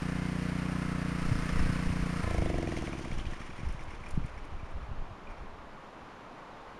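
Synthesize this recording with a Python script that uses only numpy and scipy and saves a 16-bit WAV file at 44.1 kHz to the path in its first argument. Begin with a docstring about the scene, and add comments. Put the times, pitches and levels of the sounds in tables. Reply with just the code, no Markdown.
"""A garden tiller's single-cylinder four-stroke idles in a forest clearing, its tin guard rattling.
Wind sighs in the pines throughout; from about 1 s gusts buffet the microphone.
At 2.2 s the ignition is cut: friction slows the crank, and the engine knocks and chuffs once a cycle,
ever slower and softer. It squeaks, then crackles as its slack gear clacks to a stop.
At 5.3 s a loose part clinks, and the gusts die down."""
import sys
import numpy as np
from scipy import signal
from scipy.fft import rfft, irfft, next_fast_len
from scipy.io import wavfile
from scipy.ndimage import uniform_filter1d, map_coordinates

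SR = 44100
rng = np.random.default_rng(int(sys.argv[2]) if len(sys.argv) > 2 else 0)


def generate_wav(signal):
    """Clip the signal to [-1, 1] and save it as 16-bit WAV at the path in sys.argv[1]."""
    frames = np.transpose(np.atleast_2d(signal))
    scaled = np.clip(frames, -1, 1) * 32767
    pcm = np.round(scaled).astype(np.int16)
    wavfile.write(sys.argv[1], SR, pcm)


N = 299439
TIME = np.arange(N) / SR
IGNITION_OFF_S = 2.21
COAST_S, COAST_HZ = 2.2431, 29.857  # first chuff; engine speeds in Hz count cycles
AIR_BOX_HZ, AIR_BOX_WIDTH_HZ = 335.8, 31
# casing modes: (frequency [Hz], width [Hz], gain [dB])
CASING = [(1116, 120, 7), (1750, 240, 2.5), (2050, 310, 5.5), (2396, 250, 7), (3280, 360, -16),
          (5470, 370, -7.5), (9100, 1000, -19.5)]


def firings(turns):
    """Each firing: exhaust beat in the muffler, sharp tick, gulp through the air box, frame hum."""
    # firing strength: (time [s], level [dB])
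    effort = [(0, -24.5), (.6, -24), (1.1, -24.5), (1.4, -25), (1.8, -24), (2.2, -24.5)]
    at = firing_times(turns)
    scatter = rng.standard_normal((len(at), 3))
    db = np.interp(at, *np.transpose(effort))
    exhaust = puffs(at + .00036, db - .9 + .3 * scatter[:, 0], soft_s=.00104, hz=280, width_hz=215)
    intake = -puffs(at + .01026, db - 3.9 + .3 * scatter[:, 1], soft_s=.00159, hz=338, width_hz=30)
    tick = puffs(at - .0002, db - 16 + 2 * scatter[:, 2], soft_s=.00015, hz=1320, width_hz=1900)
    hoot = -puffs(at + .00939, db - 30, soft_s=.00017, hz=AIR_BOX_HZ, width_hz=AIR_BOX_WIDTH_HZ)
    frame_hum = puffs(at, db - 16, soft_s=.001, hz=180.2, width_hz=11.4)
    chambers = -muffler(at + .00862, db - 14.5 + .5 * scatter[:, 1])
    return exhaust + intake + tick + hoot + frame_hum + chambers


def coasting():
    """Unfired, the piston only pumps: soft push, boom, sharp suck at the muffler, air box hoot."""
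    at, speed_hz = chuff_cycles()
    slowed = halvings(speed_hz)
    held_back = np.exp(-(at - at[0]) / .18)  # pumping takes time to build up
    push_at = at - .215 / speed_hz
    push = puffs(push_at, -26.5 - 6.8 * slowed, soft_s=.0011, hz=170, width_hz=260)
    stir_db = -43.5 - slowed - 28 * held_back
    stir = puffs(push_at, stir_db, soft_s=.0008, hz=AIR_BOX_HZ, width_hz=AIR_BOX_WIDTH_HZ)
    boom = -puffs(at - .054 / speed_hz, -22 - 16.5 * slowed, soft_s=.0009, hz=101, width_hz=270)
    leak_db = 47 * np.maximum(halvings(speed_hz, from_hz=14.1), 0)  # vacuum leaks away at low speed
    suck_db = -16.5 - 22 * slowed - 13 * held_back - leak_db
    suck = -puffs(at, suck_db + 8.5, soft_s=.0003, hz=68.4, width_hz=180) - muffler(at, suck_db)
    outlet = signal.butter(4, 800, fs=SR, output="sos")
    suck = signal.sosfiltfilt(outlet, suck)
    draw_db = -16 - 22 * slowed - 30.6 * held_back
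    gulp = -puffs(at + .267 / speed_hz, draw_db - .5, soft_s=.00028, hz=106, width_hz=83)
    hoot = -puffs(at + .2793 / speed_hz, draw_db, soft_s=.00073, hz=AIR_BOX_HZ, width_hz=AIR_BOX_WIDTH_HZ)
    chuff = push + boom + suck + gulp
    # the first chuffs lack a band and sound hollow
    missing_band = np.interp(TIME, [2.37, 2.45], [1, 0]) * resonance(chuff, hz=262, width_hz=55)
    return chuff - missing_band + stir + hoot


def muffler(at, db):
    """A sharp pressure change rings the chambers, slightly differently each time."""
    # chamber and outlet modes: (frequency [Hz], width [Hz], gain [dB])
    modes = [(472, 26, -12.5), (510, 60, -16.5), (609, 78, -7.5), (646, 36, -14), (694, 23, -14.5)]
    scatter_db = .5 * rng.standard_normal((len(at), len(modes)))
    return sum(puffs(at, db + gain_db + scatter_db[:, k], soft_s=.00026, hz=hz, width_hz=width_hz)
               for k, (hz, width_hz, gain_db) in enumerate(modes))


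def clatter(turns):
    """Gear and cam contacts repeat through pulsing noise at idle; coasting, fluttering noise fades."""
    # clatter at full speed: (time [s], body [dB], hiss [dB])
    levels = [(0, -46, -52.5), (1.05, -44.5, -52.5), (1.35, -44, -49.5), (1.6, -41.5, -49),
              (2.03, -45.5, -51.5), (2.2, -44.5, -50.5), (2.4, -47.5, -50), (2.8, -49.5, -44.5)]
    # idle spectrum: (frequency [Hz], density [dB])
    idle_spectrum = [(300, 4), (400, -9), (480, 4), (660, -10.5), (800, -7), (1050, 0), (1350, -1),
                     (1750, 0), (2200, -3), (3000, -8.5), (3500, -14), (5200, -14.5), (7300, -20.5),
                     (8400, -17.5), (9800, -20), (14000, -43)]
    # coasting spectrum: (frequency [Hz], density [dB])
    coast_spectrum = [(300, -6.5), (750, -7.5), (1050, -5), (1600, 3.5), (2300, 0), (3000, -3),
                      (4000, -13.5), (6000, -14.5), (7500, -21.5), (9700, -21), (11500, -38), (14000, -44)]
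    gears = contacts(2 * turns, count=735)  # two crank turns a cycle
    cam = contacts(turns, count=1470)
    idle = colour(from_db(-6.5) * rms_one(gears + cam) + rng.standard_normal(N), idle_spectrum)
    # swells after the exhaust beat, less on each half turn of the crank
    pulse_db = 1.2 * np.cos(2 * np.pi * (turns - .15)) + .8 * np.cos(8 * np.pi * turns)
    idle *= from_db(pulse_db + .6 * drift(25))
    coast = colour(rng.standard_normal(N), coast_spectrum)
    coast *= from_db(1.9 * drift(45) + .88 * drift(280) - 2.5)
    idle_share = np.interp(TIME, [2.25, 2.6], [1, 0])
    sound = np.sqrt(idle_share) * idle + np.sqrt(1 - idle_share) * coast
    hiss = signal.sosfiltfilt(signal.butter(2, 4000, "high", fs=SR, output="sos"), sound)
    body_db, hiss_db = in_time(levels)
    slowed = halvings(coast_speed_hz())
    return (sound - hiss) * from_db(body_db + 1 - 4 * slowed) + hiss * from_db(hiss_db + 8.5 - 8.5 * slowed)


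def knocks():
    """The valves knock shut hard before some chuffs: scrape, clack, crack, casing ring, rattle."""
    # hard valve knocks: (time [s], clack [dB], pitch [Hz], crack [dB])
    hard_knocks = [(2.259, -39, 1830, -46), (2.3062, -38, 2180, -38), (2.3429, -37, 2110, -41),
                   (2.38, -34, 2150, -40), (2.4157, -43, 1750, -46), (2.4578, -32, 2010, -45),
                   (2.4984, -39, 2340, -44), (2.582, -36, 1870, -40), (2.6259, -33, 2100, -41),
                   (2.6725, -38, 1870, -44), (2.7193, -34, 1960, -48), (2.7671, -33.5, 2330, -38),
                   (2.82, -41, 2120, -42), (2.8723, -35.5, 2170, -53), (2.9297, -34.5, 2270, -52),
                   (2.9867, -47, 2400, -42), (3.049, -38, 2030, -49), (3.1153, -35, 2140, -52),
                   (3.1827, -45, 2030, -44), (3.2547, -38, 2470, -53), (3.335, -38, 1830, -48)]
    at, db, _, crack_db = np.transpose(hard_knocks)
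    clack = sum(puffs([s], [clack_db], soft_s=.00002, hz=hz, width_hz=210) for s, clack_db, hz, _ in hard_knocks)
    ring = np.zeros(N)
    for k, (hz, width_hz, gain_db) in enumerate(CASING):
        ring_db = db - 15 + gain_db + rng.normal(0, 1.7, len(at))
        ring += (-1) ** k * puffs(at + .001216, ring_db, soft_s=.00002, hz=hz, width_hz=width_hz)
    scrape = bursts(at - .0035, db - 14, decay_s=.0033)
    tail = bursts(at + .0053, db - 8, decay_s=.0092)
    rattle = resonance(scrape + tail, hz=2500, width_hz=1700)
    crack = resonance(bursts(at + .001, crack_db + 3, decay_s=.0027), hz=5000, width_hz=6000)
    return clack + ring + signal.sosfilt(signal.butter(2, 8000, fs=SR, output="sos"), crack + rattle)


def valve_gear():
    """Valves scuff shut before each chuff and slack gear clacks in the last turns; both ring the casing."""
    # gear clacks: (time [s], level [dB])
    clacks = [(3.3828, -49), (3.4666, -49), (3.5774, -42), (3.592, -47), (3.6497, -44), (3.6866, -40),
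              (3.7914, -43), (3.8112, -47), (3.9045, -41), (3.9277, -47), (4.036, -42), (4.0603, -43),
              (4.2369, -46), (4.3756, -43.5), (4.44, -49), (4.5911, -51)]
    clack_at, clack_db = np.transpose(clacks)
    at, speed_hz = chuff_cycles()
    valve_db = -34.5 - 20 * np.maximum(halvings(speed_hz, from_hz=11.3), 0)
    hits = bursts(at - .12 / speed_hz, valve_db + rng.normal(0, 1, len(at)), decay_s=.0047)
    hits += bursts(clack_at, clack_db + 2.5, decay_s=.014)
    hits += bursts(rng.uniform(3.35, 6, size=12), db=-51, decay_s=.027)
    return sum((-1) ** k * from_db(gain_db) * resonance(hits, hz, width_hz)
               for k, (hz, width_hz, gain_db) in enumerate(CASING))


def covers(turns):
    """The piston pushes and pulls on alternate crank turns: a cover rings on odd orders; the shroud drones."""
    # sheet metal vibration: (time [s], cover [dB], shroud [dB])
    shake = [(0, -86, -55), (.6, -63, -58.5), (.95, -57, -54), (1.08, -61, -68), (1.25, -52.5, -70),
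             (1.45, -59, -48.5), (1.57, -61, -62), (1.8, -64, -52), (2.02, -66, -60), (2.12, -53, -73),
             (2.28, -56, -51), (2.45, -62, -58), (3, -76, -73), (3.6, -100, -100)]
    # shroud modes: (frequency [Hz], width [Hz], gain [dB])
    modes = [(1029, 43, -2), (1725, 30, -4), (2110, 18, 0)]
    cover_hz, cover_width_hz = 1305, 66
    cover_db, shroud_db = in_time(shake)
    shoves = np.diff(np.floor(2 * turns) % 2, prepend=0) * from_db(2.3 * rng.standard_normal(N))
    cover = resonance(resonance(shoves, cover_hz, cover_width_hz), cover_hz, 3 * cover_width_hz)
    beats = np.diff(np.floor(turns), prepend=0) * from_db(2.8 * rng.standard_normal(N))
    shroud = sum(from_db(gain_db) * resonance(resonance(beats, hz, width_hz), hz, 3 * width_hz)
                 for hz, width_hz, gain_db in modes)
    return from_db(cover_db) * rms_one(cover) + from_db(shroud_db) * rms_one(shroud)


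def guard(turns):
    """A loose tin guard ticks and bounces on every firing, now and then hard."""
    # steady rattle: (time [s], level [dB])
    rattle = [(0, -72), (1.0, -70), (1.35, -57), (1.7, -58), (2.0, -56), (2.2, -56)]
    # hard ticks: (time [s], level [dB])
    hard_ticks = [(1.228, -52), (1.262, -50), (1.355, -45), (1.389, -46), (1.424, -48), (1.493, -43),
                  (1.526, -50), (1.560, -43.5), (1.594, -43), (1.693, -48), (1.727, -49)]
    # tin modes: (frequency [Hz], width [Hz], gain [dB])
    modes = [(1180, 140, 9), (1480, 170, 4), (2180, 210, -20), (5170, 180, 2.5), (5660, 400, -14)]
    at = firing_times(turns)
    scatter = rng.standard_normal((len(at), 4))
    rattle_db = np.interp(at, *np.transpose(rattle))
    hard_at, hard_db = np.transpose(hard_ticks)
    tick_at, tick_db = at + .002 + .0015 * scatter[:, 0], rattle_db + 2 * scatter[:, 2]
    bounce_at, bounce_db = at + .011 + .0022 * scatter[:, 1], rattle_db + 4 + 2 * scatter[:, 3]
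    times = np.concatenate([hard_at, tick_at, bounce_at])
    db = np.concatenate([hard_db, tick_db, bounce_db])
    return sum(puffs(times, db + gain_db + rng.normal(0, 1.3, len(db)), .00002, hz, width_hz)
               for hz, width_hz, gain_db in modes)


def squeaks():
    """A rubbing part slips in short, rough, rising chirps."""
    # slips: (time [s], peak [dB])
    slips = [(3.127, -51), (3.198, -46.5), (3.272, -48)]
    out = np.zeros(N)
    for s, db in slips:
        hz = 3170 + 7000 * np.clip(TIME - s, -.05, .05) + 260 * drift(600)
        envelope = from_db(db) * np.exp(-.5 * ((TIME - s) / .0049) ** 2)
        out += envelope * np.sin(2 * np.pi * np.cumsum(hz) / SR)
    return out


def crackles():
    """Dry, grainy crackles swell briefly and give in the last cycles."""
    # crackles: (time [s], level [dB])
    events = [(3.6865, -51), (3.722, -51), (3.8344, -54), (4.0841, -49), (4.1061, -45), (4.15, -57),
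              (4.2594, -54), (4.4494, -59), (4.7082, -58)]
    at, db = np.transpose(events)
    envelope = swells(at, db - 6, decay_s=.0076, rise_samples=350)
    grains = colour(rng.standard_normal(N), [(3000, 0), (6000, 1.5), (10000, 4), (11500, -13), (14000, -15)])
    return envelope * grains * from_db(2 * drift(250))


def clink():
    """A loose steel part grazes as the handle is moved, rings, and touches again lightly."""
    at_s, peak_db, hz = 5.269, -47.5, 2410
    touches = bursts([at_s, at_s + .024], db=[0, -9], decay_s=.012)
    ring = resonance(resonance(touches, hz, width_hz=70), hz, width_hz=220)
    return from_db(peak_db) * ring / np.abs(ring).max()


def buffeting():
    """Wind on the microphone: slow rumble, eddies that grow faster than the gust, single thumps."""
    # breeze: (time [s], level [dB])
    breeze = [(0, -48), (.5, -59), (1.1, -43.5), (2.0, -37.5), (3.0, -45.5), (4.4, -43), (5.65, -51.5),
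              (5.8, -60), (6.79, -58.5)]
    # gusts on top: (time [s], level [dB], half-length [s])
    gusts = [(1.35, -33, 0.08), (1.6, -29.5, 0.081), (1.887, -30.5, 0.026), (2.402, -32.5, 0.046),
             (2.63, -40.5, .09), (3.173, -35, 0.045), (3.295, -35, 0.03), (3.666, -34, 0.036),
             (3.862, -45, 0.06), (4.188, -30.5, 0.044), (4.53, -41, 0.03), (4.79, -37.5, 0.04),
             (4.944, -38.5, 0.066), (5.29, -50, 0.075), (5.422, -41, 0.028)]
    # rumble spectrum: (frequency [Hz], density [dB])
    rumble_spectrum = [(14, 6), (30, -5.5), (55, -7), (100, -16.5), (200, -26.5)]
    # eddy spectrum: (frequency [Hz], density [dB])
    eddy_spectrum = [(45, -6.5), (80, -5.5), (140, -19), (220, -20), (400, -32)]
    # single wind thumps on the microphone: (time [s], peak [dB], pitch [Hz])
    wind_hits = [(1.317, -17, 104), (1.572, -42, 35), (1.607, -27, 60), (1.696, -23.5, 113),
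                 (1.872, -24.5, 27.7), (1.895, -36, 70), (2.025, -28, 35), (2.383, -21, 44.7),
                 (2.424, -26, 106), (2.555, -33, 35), (3.125, -32, 95), (3.197, -32, 34.5),
                 (3.27, -28.5, 55.4), (3.604, -36.5, 131), (3.632, -30, 136), (3.671, -28, 63),
                 (3.699, -30, 32), (3.747, -33, 115), (3.88, -36, 80), (4.009, -37.5, 90), (4.136, -32, 55),
                 (4.176, -20, 147), (4.246, -28.5, 112), (4.421, -33, 23.8), (4.522, -37, 85),
                 (4.544, -35, 27.4), (4.631, -33.5, 85), (4.752, -34, 48), (4.83, -33, 44.6),
                 (4.891, -36, 90), (4.915, -31, 64.6), (4.985, -31.5, 28.1), (5.022, -40, 85),
                 (5.11, -36, 88), (5.295, -34.5, 23.9), (5.39, -47, 70), (5.423, -40, 51.7),
                 (5.539, -47, 55), (5.645, -47, 35), (6.02, -51, 45)]
    gust_power = sum(from_db(db) ** 2 * np.exp(-((TIME - s) / half_s) ** 2) for s, db, half_s in gusts)
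    wind_db = 10 * np.log10(from_db(in_time(breeze)[0]) ** 2 + gust_power)
    rumble = from_db(wind_db + 1 + .62 * drift(4.7)) * colour(rng.standard_normal(N), rumble_spectrum)
    eddy_db = 1.423 * wind_db + 1.5 + 3.8 * drift(15)
    eddies = from_db(eddy_db) * colour(rng.standard_normal(N), eddy_spectrum)
    thumps = sum(puffs([s], [db], soft_s=.1 / hz, hz=hz, width_hz=min(hz, 60)) for s, db, hz in wind_hits)
    return rumble + eddies + thumps


def pines():
    """Wind sighs smoothly in the trees."""
    # sigh: (time [s], level [dB])
    sigh = [(0, -50), (4, -49.5), (5.2, -49.5), (5.7, -49), (6.2, -48.5), (6.79, -48)]
    # sigh spectrum: (frequency [Hz], density [dB])
    spectrum = [(24, -39), (40, -14.5), (118, -4.5), (197, -1), (271, -1.5), (363, -3.5), (638, -3),
                (1090, -1.5), (1580, -9.5), (2230, -14.5), (2640, -17), (3060, -19), (7050, -33.5),
                (11800, -45), (14000, -63)]
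    return from_db(in_time(sigh)[0] + .15 * drift(4.1)) * colour(rng.standard_normal(N), spectrum)


def forest(x):
    """Trunks add a faint midrange tail of echoes."""
    t, rt60_s = TIME[:SR], .61
    tail = rng.standard_normal(SR) * from_db(-60 * t / rt60_s) * (t > .015)
    tail = resonance(tail, hz=940, width_hz=4000)
    return x + from_db(-15.5) * signal.oaconvolve(x, tail / np.linalg.norm(tail))[:N]


def firing_times(turns):
    """Time [s] of each whole cycle before the ignition is cut."""
    count = int(np.interp(IGNITION_OFF_S, TIME, turns))
    return np.interp(np.arange(1, count + 1), turns, TIME)


def coast_speed_hz():
    """Cycle rate per sample: full until COAST_S, then braked by dry friction and drag."""
    friction_hz_per_s, drag_per_s = 1.571, .7132
    offset_hz = friction_hz_per_s / drag_per_s
    decay = np.exp(-drag_per_s * np.maximum(TIME - COAST_S, 0))
    return np.maximum((COAST_HZ + offset_hz) * decay - offset_hz, 1e-3)


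def chuff_cycles():
    """Time [s] and speed [Hz] of each unfired cycle, as the exhaust valve opens and air rushes in."""
    speed_hz = coast_speed_hz()
    cycles = np.cumsum(speed_hz * (TIME >= COAST_S)) / SR
    opens = np.flatnonzero(np.diff(np.ceil(cycles)))
    return TIME[opens], speed_hz[opens]


def halvings(speed_hz, from_hz=COAST_HZ):
    """Octaves of speed below from_hz."""
    return np.log2(from_hz / speed_hz)


def contacts(turns, count):
    """Random pattern that repeats every turn."""
    return rng.standard_normal(count)[(turns * count).astype(int) % count]


def from_db(db):
    """Decibels to gain."""
    return 10 ** (np.asarray(db) / 20)


def rms_one(x):
    """Scale to rms 1."""
    return x / np.sqrt(np.mean(x ** 2) + 1e-20)


def in_time(rows):
    """Each column of a curve at every sample."""
    s, *columns = np.transpose(rows)
    return [np.interp(TIME, s, c) for c in columns]


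def colour(x, spectrum):
    """Apply a (frequency [Hz], gain [dB]) curve that falls away beyond its ends; rms 1."""
    hz, db = np.transpose(spectrum)
    size = next_fast_len(N)
    f = np.maximum(np.arange(size // 2 + 1) * SR / size, 1)
    skirts = np.minimum(f / hz[0], 1) ** 2 * np.minimum(hz[-1] / f, 1) ** 2
    gain = skirts * from_db(np.interp(np.log(f), np.log(hz), db))
    return rms_one(irfft(rfft(x, size) * gain, size)[:N])


def drift(rate_hz):
    """Smooth random wander, rms 1."""
    knots = rng.standard_normal(4000)
    return rms_one(map_coordinates(knots, [TIME * rate_hz * 2], order=3, mode="wrap"))


def resonance(x, hz, width_hz):
    """Two-pole resonance, peak gain 1."""
    r = np.exp(-np.pi * width_hz / SR)
    feedback = [1, -2 * r * np.cos(2 * np.pi * hz / SR), r * r]
    return signal.lfilter(np.array([1, 0, -1]) * (1 - r * r) / 2, feedback, x + 1e-18)


def clicks(times, db):
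    """One impulse per event."""
    out = np.zeros(N)
    np.add.at(out, np.clip(np.round(np.asarray(times) * SR).astype(int), 0, N - 1), from_db(db))
    return out


def puffs(times, db, soft_s, hz, width_hz):
    """Rounded pushes ring one mode; each peaks at its dB."""
    t = np.arange(-SR // 10, SR // 10 + 1) / SR
    shape = resonance(np.exp(-.5 * (t / soft_s) ** 2), hz, width_hz)
    return signal.oaconvolve(clicks(times, db), shape / np.abs(shape).max(), "same")


def swells(times, db, decay_s, rise_samples):
    """Envelope: short rise and exponential fall per event."""
    fall = signal.lfilter([1], [1, -np.exp(-1 / (decay_s * SR))], clicks(times, db) + 1e-18)
    return uniform_filter1d(fall, size=rise_samples)


def bursts(times, db, decay_s):
    """A decaying noise burst per event."""
    return swells(times, db, decay_s, rise_samples=140) * rng.standard_normal(N)


def scene():
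    """The tiller among the trees, and the wind."""
    # idle speed: (time [s], cycle rate [Hz])
    idle_speed = [(0.0, 30.16), (0.25, 30.06), (0.5, 29.903), (0.85, 30.454), (1.1, 29.804), (1.35, 29.199),
                  (1.7, 30.069), (2.0, 29.796), (2.2, 29.38)]
    speed_hz = np.where(TIME < COAST_S, in_time(idle_speed)[0], coast_speed_hz())
    turns = .355 + np.cumsum(speed_hz) / SR  # cam turns, one per engine cycle
    tiller = firings(turns) + coasting() + clatter(turns) + covers(turns) + guard(turns)
    tiller += knocks() + valve_gear() + squeaks() + clink() + crackles()
    return (forest(tiller) + buffeting() + pines())[None]


def record(dry):
    """Narrow treble notch and steep top cut."""
    notch_hz, cutoff_hz = 7880, 14200
    notch = signal.butter(2, [notch_hz - 170, notch_hz + 170], "bandstop", fs=SR, output="sos")
    top = signal.ellip(10, .1, 80, cutoff_hz, fs=SR, output="sos")
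    return signal.sosfilt(top, signal.sosfilt(notch, dry))


dry = scene()
out = record(dry)
generate_wav(out)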